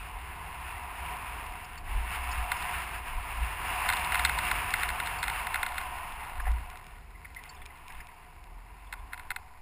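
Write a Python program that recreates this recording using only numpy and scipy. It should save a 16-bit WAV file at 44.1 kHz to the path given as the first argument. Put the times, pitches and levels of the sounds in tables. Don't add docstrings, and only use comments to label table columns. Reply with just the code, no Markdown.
import sys
import numpy as np
from scipy import signal
from scipy.fft import rfft, irfft, next_fast_len
from scipy.io import wavfile
from scipy.ndimage import uniform_filter1d

SR = 44100
rng = np.random.default_rng(int(sys.argv[2]) if len(sys.argv) > 2 else 0)


def field_ratio(decibels):
    return 10 ** (np.asarray(decibels, dtype=float) / 20)


def int16_out(signal):
    q = np.round(np.clip(np.atleast_2d(signal).T, -1, 1) * 32767)
    wavfile.write(sys.argv[1], SR, q.astype(np.int16))


N = 423801
TIME_S = np.arange(N) / SR


def noise():
    return rng.standard_normal(N)


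def level(x, db):
    return x * field_ratio(db) / np.sqrt(np.mean(x ** 2))


def walk(rate_hz):
    hold = int(SR / rate_hz)
    steps = np.repeat(rng.standard_normal(N // hold + 1), hold)
    return 1.4 * uniform_filter1d(uniform_filter1d(steps, hold), hold)[:N]


def ring(x, hz, t60_s):
    radius = np.exp(-np.log(1000) / (max(t60_s, 0.003) * SR))
    angle = 2 * np.pi * hz / SR
    return signal.lfilter([0, np.sin(angle)], [1, -2 * radius * np.cos(angle), radius ** 2], x)


def coloured(x, spectrum):
    hz, db = np.transpose(spectrum)
    size = next_fast_len(N)
    log_hz = np.log(np.arange(size // 2 + 1) * SR / size + 1)
    gain = field_ratio(np.interp(log_hz, np.log(hz), db))
    return level(irfft(rfft(x, size) * gain, size)[:N], 0)


def blows(times_s, db):
    x = np.zeros(N)
    np.add.at(x, np.clip((np.asarray(times_s) * SR).astype(int), 0, N - 1), field_ratio(db))
    return x


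def hump(at_s, half_s):
    return np.exp(-((TIME_S - at_s) / half_s) ** 2)


# start_s, airflow_db, grass_depth_db, side_gust_db
RIDE = [(0.0, -47, 0.5, 0.5), (1.2, -44, 0, 0), (1.45, -41.5, -3.5, -1.5), (1.68, -47.5, 0.5, 0.5),
        (1.9, -44.5, 2, 2), (2.2, -40, 0, 0.5), (2.65, -40.5, 0.5, -0.5), (3.1, -44, -0.5, -1),
        (3.58, -41, 1, 0), (3.66, -37, 0, 2), (3.85, -35.5, 0, 0), (4.6, -37.5, 1.5, 1.5),
        (5.7, -39.5, -2, -3), (6.72, -49.5, -1, -2), (6.98, -59, 3, 3.5), (7.98, -54.5, 1, -2),
        (8.4, -58.5, .5, -.5), (9.2, -54, -2.5, -1.5), ]


def ride():
    start_s, *columns = np.transpose(RIDE)
    air_db, depth_db, side_db = (np.interp(TIME_S, start_s, column) for column in columns)
    fade_db_per_s = 12
    return air_db - fade_db_per_s * np.maximum(TIME_S - start_s[-1], 0), depth_db, side_db


# at_s, change_db, half_length_s
PATCHES = [(1.08, 3, 0.065), (1.827, -7.5, .04), (2.147, 4.5, .025), (2.765, 4, 0.099), (2.95, 4, .035),
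           (3.03, -2, 0.029), (3.084, 4, 0.04), (3.185, 0, 0.078), (3.568, -2.5, 0.026),
           (7.217, -3.5, 0.16), (7.432, 3.5, 0.087), (7.6, 2.5, .12), (7.934, 3, 0.11)]


def patches():
    return sum(db * hump(at_s, half_s) for at_s, db, half_s in PATCHES)


# pitch_hz, width_hz, level_db
HOLLOW_MODES = [(730, 23.7, -6.5), (994, 179, 2), (895, 230, -17)]


def wind(flow_db):
    air = 0
    for pitch_hz, width_hz, mode_db in HOLLOW_MODES:
        mode = ring(noise(), pitch_hz, 2.75 / width_hz)
        air = air + level(mode, mode_db) * field_ratio(0.8 * walk(14))
    steep = signal.butter(2, [640, 1250], "band", fs=SR, output="sos")
    return level(signal.sosfilt(steep, air), 0) * field_ratio(flow_db + 0.89 * walk(2.98))


# pitch_hz, density_db_per_hz
BUFFET_SPECTRUM = [(13, -24), (22, -3), (43, -6.5), (69, 3.5), (118, -9.5), (160, -17), (210, -15.5),
                   (344, -18), (410, -15), (495, -20), (614, -28), (700, -12.5), (910, -32), (1540, -120)]


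def buffeting(gust_db):
    strap = level(ring(noise(), 155.4, 0.25), -13)
    return (coloured(noise(), BUFFET_SPECTRUM) + strap) * field_ratio(gust_db + 6.5 + 0.74 * walk(6))


# pitch_hz, density_db_per_hz
SWISH_SPECTRUM = [(680, -31), (1150, -3.5), (1380, -4.5), (1630, -5.5), (1810, -4), (1980, -6), (2170, -3),
                  (2390, -5), (2730, -2.5), (3120, -14), (4330, -24), (5190, -22.5), (5700, -22.5),
                  (7410, -51), (12500, -120)]


def grass(grass_db):
    grains = field_ratio(2.0 * rng.exponential(size=N // 64 + 1)).repeat(64)[:N]
    hiss = noise() * (1 + 0.51 * grains)
    snaps_per_s = 45
    when, luck = rng.random((int(snaps_per_s * N / SR), 2)).T
    snaps = blows(when * N / SR, -4.0 * np.log(1 - 0.97 * luck))
    crackle = ring(np.diff(snaps, prepend=0), 3250, 0.005)
    swish = coloured(hiss, SWISH_SPECTRUM) + level(crackle, -27)
    return swish * field_ratio(grass_db + 6.5 + 1.04 * walk(18))


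def shaken(starts_s, tops_db, rise_db_per_s, fall_db_per_s, rest_db):
    for at_s, top_db in zip(starts_s, tops_db):
        late_s = TIME_S - at_s
        drop_db = np.where(late_s < 0, -rise_db_per_s * late_s, fall_db_per_s * late_s)
        rest_db = np.maximum(rest_db, top_db - drop_db)
    return rest_db


def wobbling_tone(hz):
    return np.sqrt(2) * np.sin(2 * np.pi * np.cumsum(hz) / SR)


# start_s, mount_ring_db, slow_jolt_db
BUMPS = [(0.0, -45, -43), (.16, -46, -40.5), (.75, -48, -52), (1.22, -45, -57), (1.52, -49, -45),
         (1.89, -46, -37), (1.98, -27.5, -29.5), (2.2, -37, -45), (2.29, -35, -46), (2.39, -32, -37),
         (2.76, -44, -45), (2.97, -40.5, -60), (3.17, -35.5, -33), (3.42, -30, -33.5), (3.73, -42, -55),
         (4.23, -35, -54), (4.34, -38, -60), (4.56, -39, -57), (4.92, -42, -45), (5.14, -53, -45),
         (5.3, -42, -62), (5.42, -44, -46), (6.13, -48, -44.5), (6.41, -35, -35), (6.5, -24.5, -28),
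         (7.23, -50, -48), (7.63, -49, -44), (7.98, -46, -43), (9.02, -46, -44), (9.31, -57, -44)]


def mount(flow_db):
    mount_hz, jolt_hz = 55.5, 28
    start_s, ring_top_db, jolt_top_db = np.transpose(BUMPS)
    tremble_db = -54 + 0.55 * flow_db + 2.3 * walk(10)
    sway_db = -53 + 3 * walk(7.1)
    ring_db = shaken(start_s, ring_top_db, 187, 136, tremble_db)
    jolt_db = shaken(start_s, jolt_top_db, 127, 230, sway_db)
    bob = wobbling_tone(mount_hz * (1 + 0.0892 * walk(20))) * field_ratio(0.43 * walk(6.1))
    jolt = wobbling_tone(jolt_hz * (1 + 0.4 * walk(3)))
    thud = level(ring(ring(noise(), 80, 0.11), 80, 0.11), -13)
    thud = thud + level(ring(noise(), mount_hz, 0.28), -10)
    return (bob + thud) * field_ratio(ring_db) + jolt * field_ratio(jolt_db + 1.9 * walk(11))


# pitch_hz, density_db_per_hz
HISS_SPECTRUM = [(300, -10), (1500, 0.5), (2200, 11), (3200, -7), (5500, -2), (9000, -18)]


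def meadow_hiss():
    return coloured(noise(), HISS_SPECTRUM) * field_ratio(-64.5 + 1.0 * walk(8.2))


# start_s, peak_db, body_minus_top_db
KNOCKS = [(2.517, -26, 8), (2.6244, -37, -27), (3.9687, -28, -4), (3.9952, -38, 0), (4.046, -30, -10),
          (4.1199, -30.5, 10), (4.1938, -27, 7.5), (4.2941, -28, 10), (4.3868, -25, 5.5), (4.513, -23.5, 7),
          (4.7381, -24, 9), (4.832, -27, 8), (5.0002, -30.5, 9), (5.2603, -43, 7), (5.2799, -28.5, 6),
          (5.2984, -30.5, 7), (5.3591, -40.5, 11.5), (5.396, -39, 9), (5.4684, -33, 9.5),
          (5.6296, -27.5, 8), (5.663, -30.5, 7.5), (5.6878, -40, -1), (5.7197, -42, 7),
          (5.7803, -30.5, 8.5), (5.8125, -40, 10), (9.176, -45.5, 9.5), (9.195, -42.5, 8.5),
          (9.3613, -34, 10)]
# start_s, peak_db, body_minus_top_db, rebound_db, rebound_delay_s
DOUBLES = [(3.8887, -21.5, 5, -25, .011), (3.9243, -28, 3, -27.5, .0101), (4.144, -28.5, 9.5, -28.5, .0101),
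           (4.2495, -15, 2, -26, .0099), (4.8894, -30, 7.5, -35, .0128), (5.0608, -33, 5, -30.5, .0105),
           (5.2284, -26, 4, -28, .0094), (5.5423, -28.5, 9.5, -32.5, .0143), (5.7427, -43, 8, -46, .013),
           (8.9256, -36, 9.5, -40, .0108), (9.1317, -38.5, 10, -44, .0098), (9.3041, -31.5, 9, -37, .0101)]
# pitch_hz, level_db, t60_s
PLATE_MODES = [(3630, -1.5, 0.021), (4185, -2, 0.018), (3310, -10, 0.029), (4520, -14.5, 0.015),
               (4860, -12, 0.015), (5200, -11, 0.013), (5750, -11.5, 0.011)]
# pitch_hz, level_db, t60_s
CASE_MODES = [(1428, 2, 0.02), (2077, 1, 0.023), (1750, -11.5, 0.01), (1910, -6.5, 0.011),
              (2320, -18.5, 0.046), (2536, -7, 0.025), (2940, -30, .02), (950, -8.5, 0.029),
              (747, -16, 0.071)]


def latch(chatter_db):
    rebounds = [(s + delay_s, again_db, body_db) for s, _, body_db, again_db, delay_s in DOUBLES]
    start_s, top_db, body_db = np.transpose(KNOCKS + [row[:3] for row in DOUBLES] + rebounds)
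    spot_db = 1.3 * rng.standard_normal((len(PLATE_MODES) + len(CASE_MODES), len(start_s)))
    taps_per_s = 70
    when, strength = rng.random((int(taps_per_s * N / SR), 2)).T
    chatter = blows(when * N / SR, 12 * strength) * field_ratio(chatter_db)
    out = np.zeros(N)
    for k, (pitch_hz, mode_db, t60_s) in enumerate(PLATE_MODES):
        hits = blows(start_s, top_db - 2.5 + spot_db[k]) + chatter
        out += (-1) ** k * field_ratio(mode_db) * ring(hits, pitch_hz, t60_s)
    for k, (pitch_hz, mode_db, t60_s) in enumerate(CASE_MODES):
        lag_s = 0.001818 + (0.003 if pitch_hz < 1200 else 0)
        hits = blows(start_s + lag_s, top_db + body_db - 3.5 + spot_db[-1 - k])
        hits = hits + field_ratio(10.0) * chatter
        hits = hits + blows(start_s, top_db + body_db - 16)
        out += (-1) ** k * field_ratio(mode_db) * ring(hits, pitch_hz, t60_s)
    return out


# start_s, peak_db
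TICKS = [(.088, -44), (1.465, -42), (4.7067, -28), (6.5177, -39), (6.6034, -54), (6.7012, -38.5),
         (6.773, -39.5), (6.7914, -51), (6.843, -47), (6.8674, -41.5), (7.348, -39), (7.3914, -51),
         (7.438, -36.5), (7.6567, -41), (7.6617, -35), (7.7742, -49), (7.882, -38), (7.9234, -42),
         (8.0706, -42), (8.441, -45)]


def stalks():
    out, tap = np.zeros(N + 4096), np.zeros(4096)
    tap[0] = 1
    snap = ring(tap, 3980, 0.001) - 1.3 * ring(tap, 2390, 0.01) + 0.98 * ring(tap, 5430, 0.0046)
    for start_s, peak_db in TICKS:
        out[int(start_s * SR):][:4096] += field_ratio(peak_db - 1.5) * snap
    return out[:N]


# start_s, peak_db
SPOKE_HITS = [(1.775, -49), (2.3136, -48), (5.183, -48), (5.195, -48), (7.4906, -45.5)]
CLASP_HITS = [(1.7749, -51), (2.311, -42.5), (5.18, -49), (6.4113, -57), (7.892, -59)]
VISOR_HITS = [(1.6427, -48), (2.311, -44), (2.5666, -45), (7.491, -49), (7.5462, -54), (8.0017, -54)]
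BUCKLE_HITS = [(.752, -41), (.772, -41), (1.8746, -42), (7.1477, -47), (7.3614, -34), (7.385, -41),
               (7.45, -45), (7.6979, -48)]
SHELL_HITS = [(7.2444, -37), (7.252, -40), (7.6166, -41), (7.901, -39.5), (7.9448, -48), (8.0007, -38),
              (8.0844, -44)]
CROWN_HITS = [(6.396, -30.5), (6.452, -36), (6.465, -33), (6.477, -35), (9.121, -43)]
PAD_HITS = [(6.401, -30)]
STRUT_HITS = [(6.466, -31)]
VENT_HITS = [(7.5632, -55), (7.6126, -50), (7.9394, -55), (8.868, -56), (8.9865, -56)]


def seed_heads():
    parts = [  # pitch_hz, width_hz, length_s, hits
        (4490, 60, 0.006, SPOKE_HITS), (5200, 120, 0.013, CLASP_HITS), (5170, 900, 0.012, VISOR_HITS),
        (2040, 130, 0.014, BUCKLE_HITS), (2080, 700, 0.01, SHELL_HITS), (1820, 900, 0.013, CROWN_HITS),
        (1060, 160, 0.007, PAD_HITS), (790, 90, 0.016, STRUT_HITS), (3480, 220, 0.014, VENT_HITS)]
    out, t = np.zeros(N + 4096), TIME_S[:4096]
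    for pitch_hz, width_hz, length_s, hits in parts:
        swell = t / (0.3 * length_s) * np.exp(1 - t / (0.32 * length_s))
        t60_s = np.log(1000) / (np.pi * 1.5 * width_hz)
        for start_s, peak_db in hits:
            rub = rng.standard_normal(4096)
            puff = ring(ring(np.diff(rub * swell, prepend=0), pitch_hz, t60_s), pitch_hz, t60_s)
            debris = ring(np.diff(rub ** 3 * np.sqrt(swell), prepend=0), pitch_hz, 0.0025)
            scuff = puff / np.abs(puff).max() + 0.36 * debris / np.abs(debris).max()
            out[int(start_s * SR):][:4096] += field_ratio(peak_db + 1.0) * scuff
    return out[:N]


def scene():
    air_db, depth_db, side_db = ride()
    patch_db = patches()
    shelter_db = 0.48 * patch_db
    flow_db = air_db + 45
    gust_db = side_db - 56.5 + 0.54 * (flow_db + shelter_db)
    grass_db = -52.5 + 1.2748 * flow_db + depth_db + patch_db
    washboard_db = 9 * hump(6.2, 0.8)
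    chatter_db = -72 + 0.3 * flow_db + washboard_db
    air = wind(air_db + shelter_db) + buffeting(gust_db)
    ground = grass(grass_db) + mount(flow_db) + meadow_hiss()
    knocks = latch(chatter_db) + stalks() + seed_heads()
    return (air + ground + knocks)[None]


def top_cut(x):
    return signal.sosfilt(signal.butter(12, 16270, fs=SR, output="sos"), x)


# pitch_hz, gain_db
EDGE = [(5250, 1), (5600, -10), (6000, -13.5)]


def record(dry):
    hold_hz, top_hz = 12000, 15290
    size = N * hold_hz // SR
    bins_hz = np.arange(size // 2 + 1) * hold_hz / size
    edge_gain = field_ratio(np.interp(bins_hz, *np.transpose(EDGE)))
    slow = irfft(rfft(dry)[:, :len(bins_hz)] * edge_gain, size) * size / N
    held = signal.resample_poly(slow.repeat(4, axis=1), 147, 160, axis=1)
    cut = signal.ellip(8, 1, 38, top_hz, fs=SR, output="sos")
    return top_cut(signal.sosfilt(cut, held))


dry = scene()
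out = record(dry)
int16_out(out)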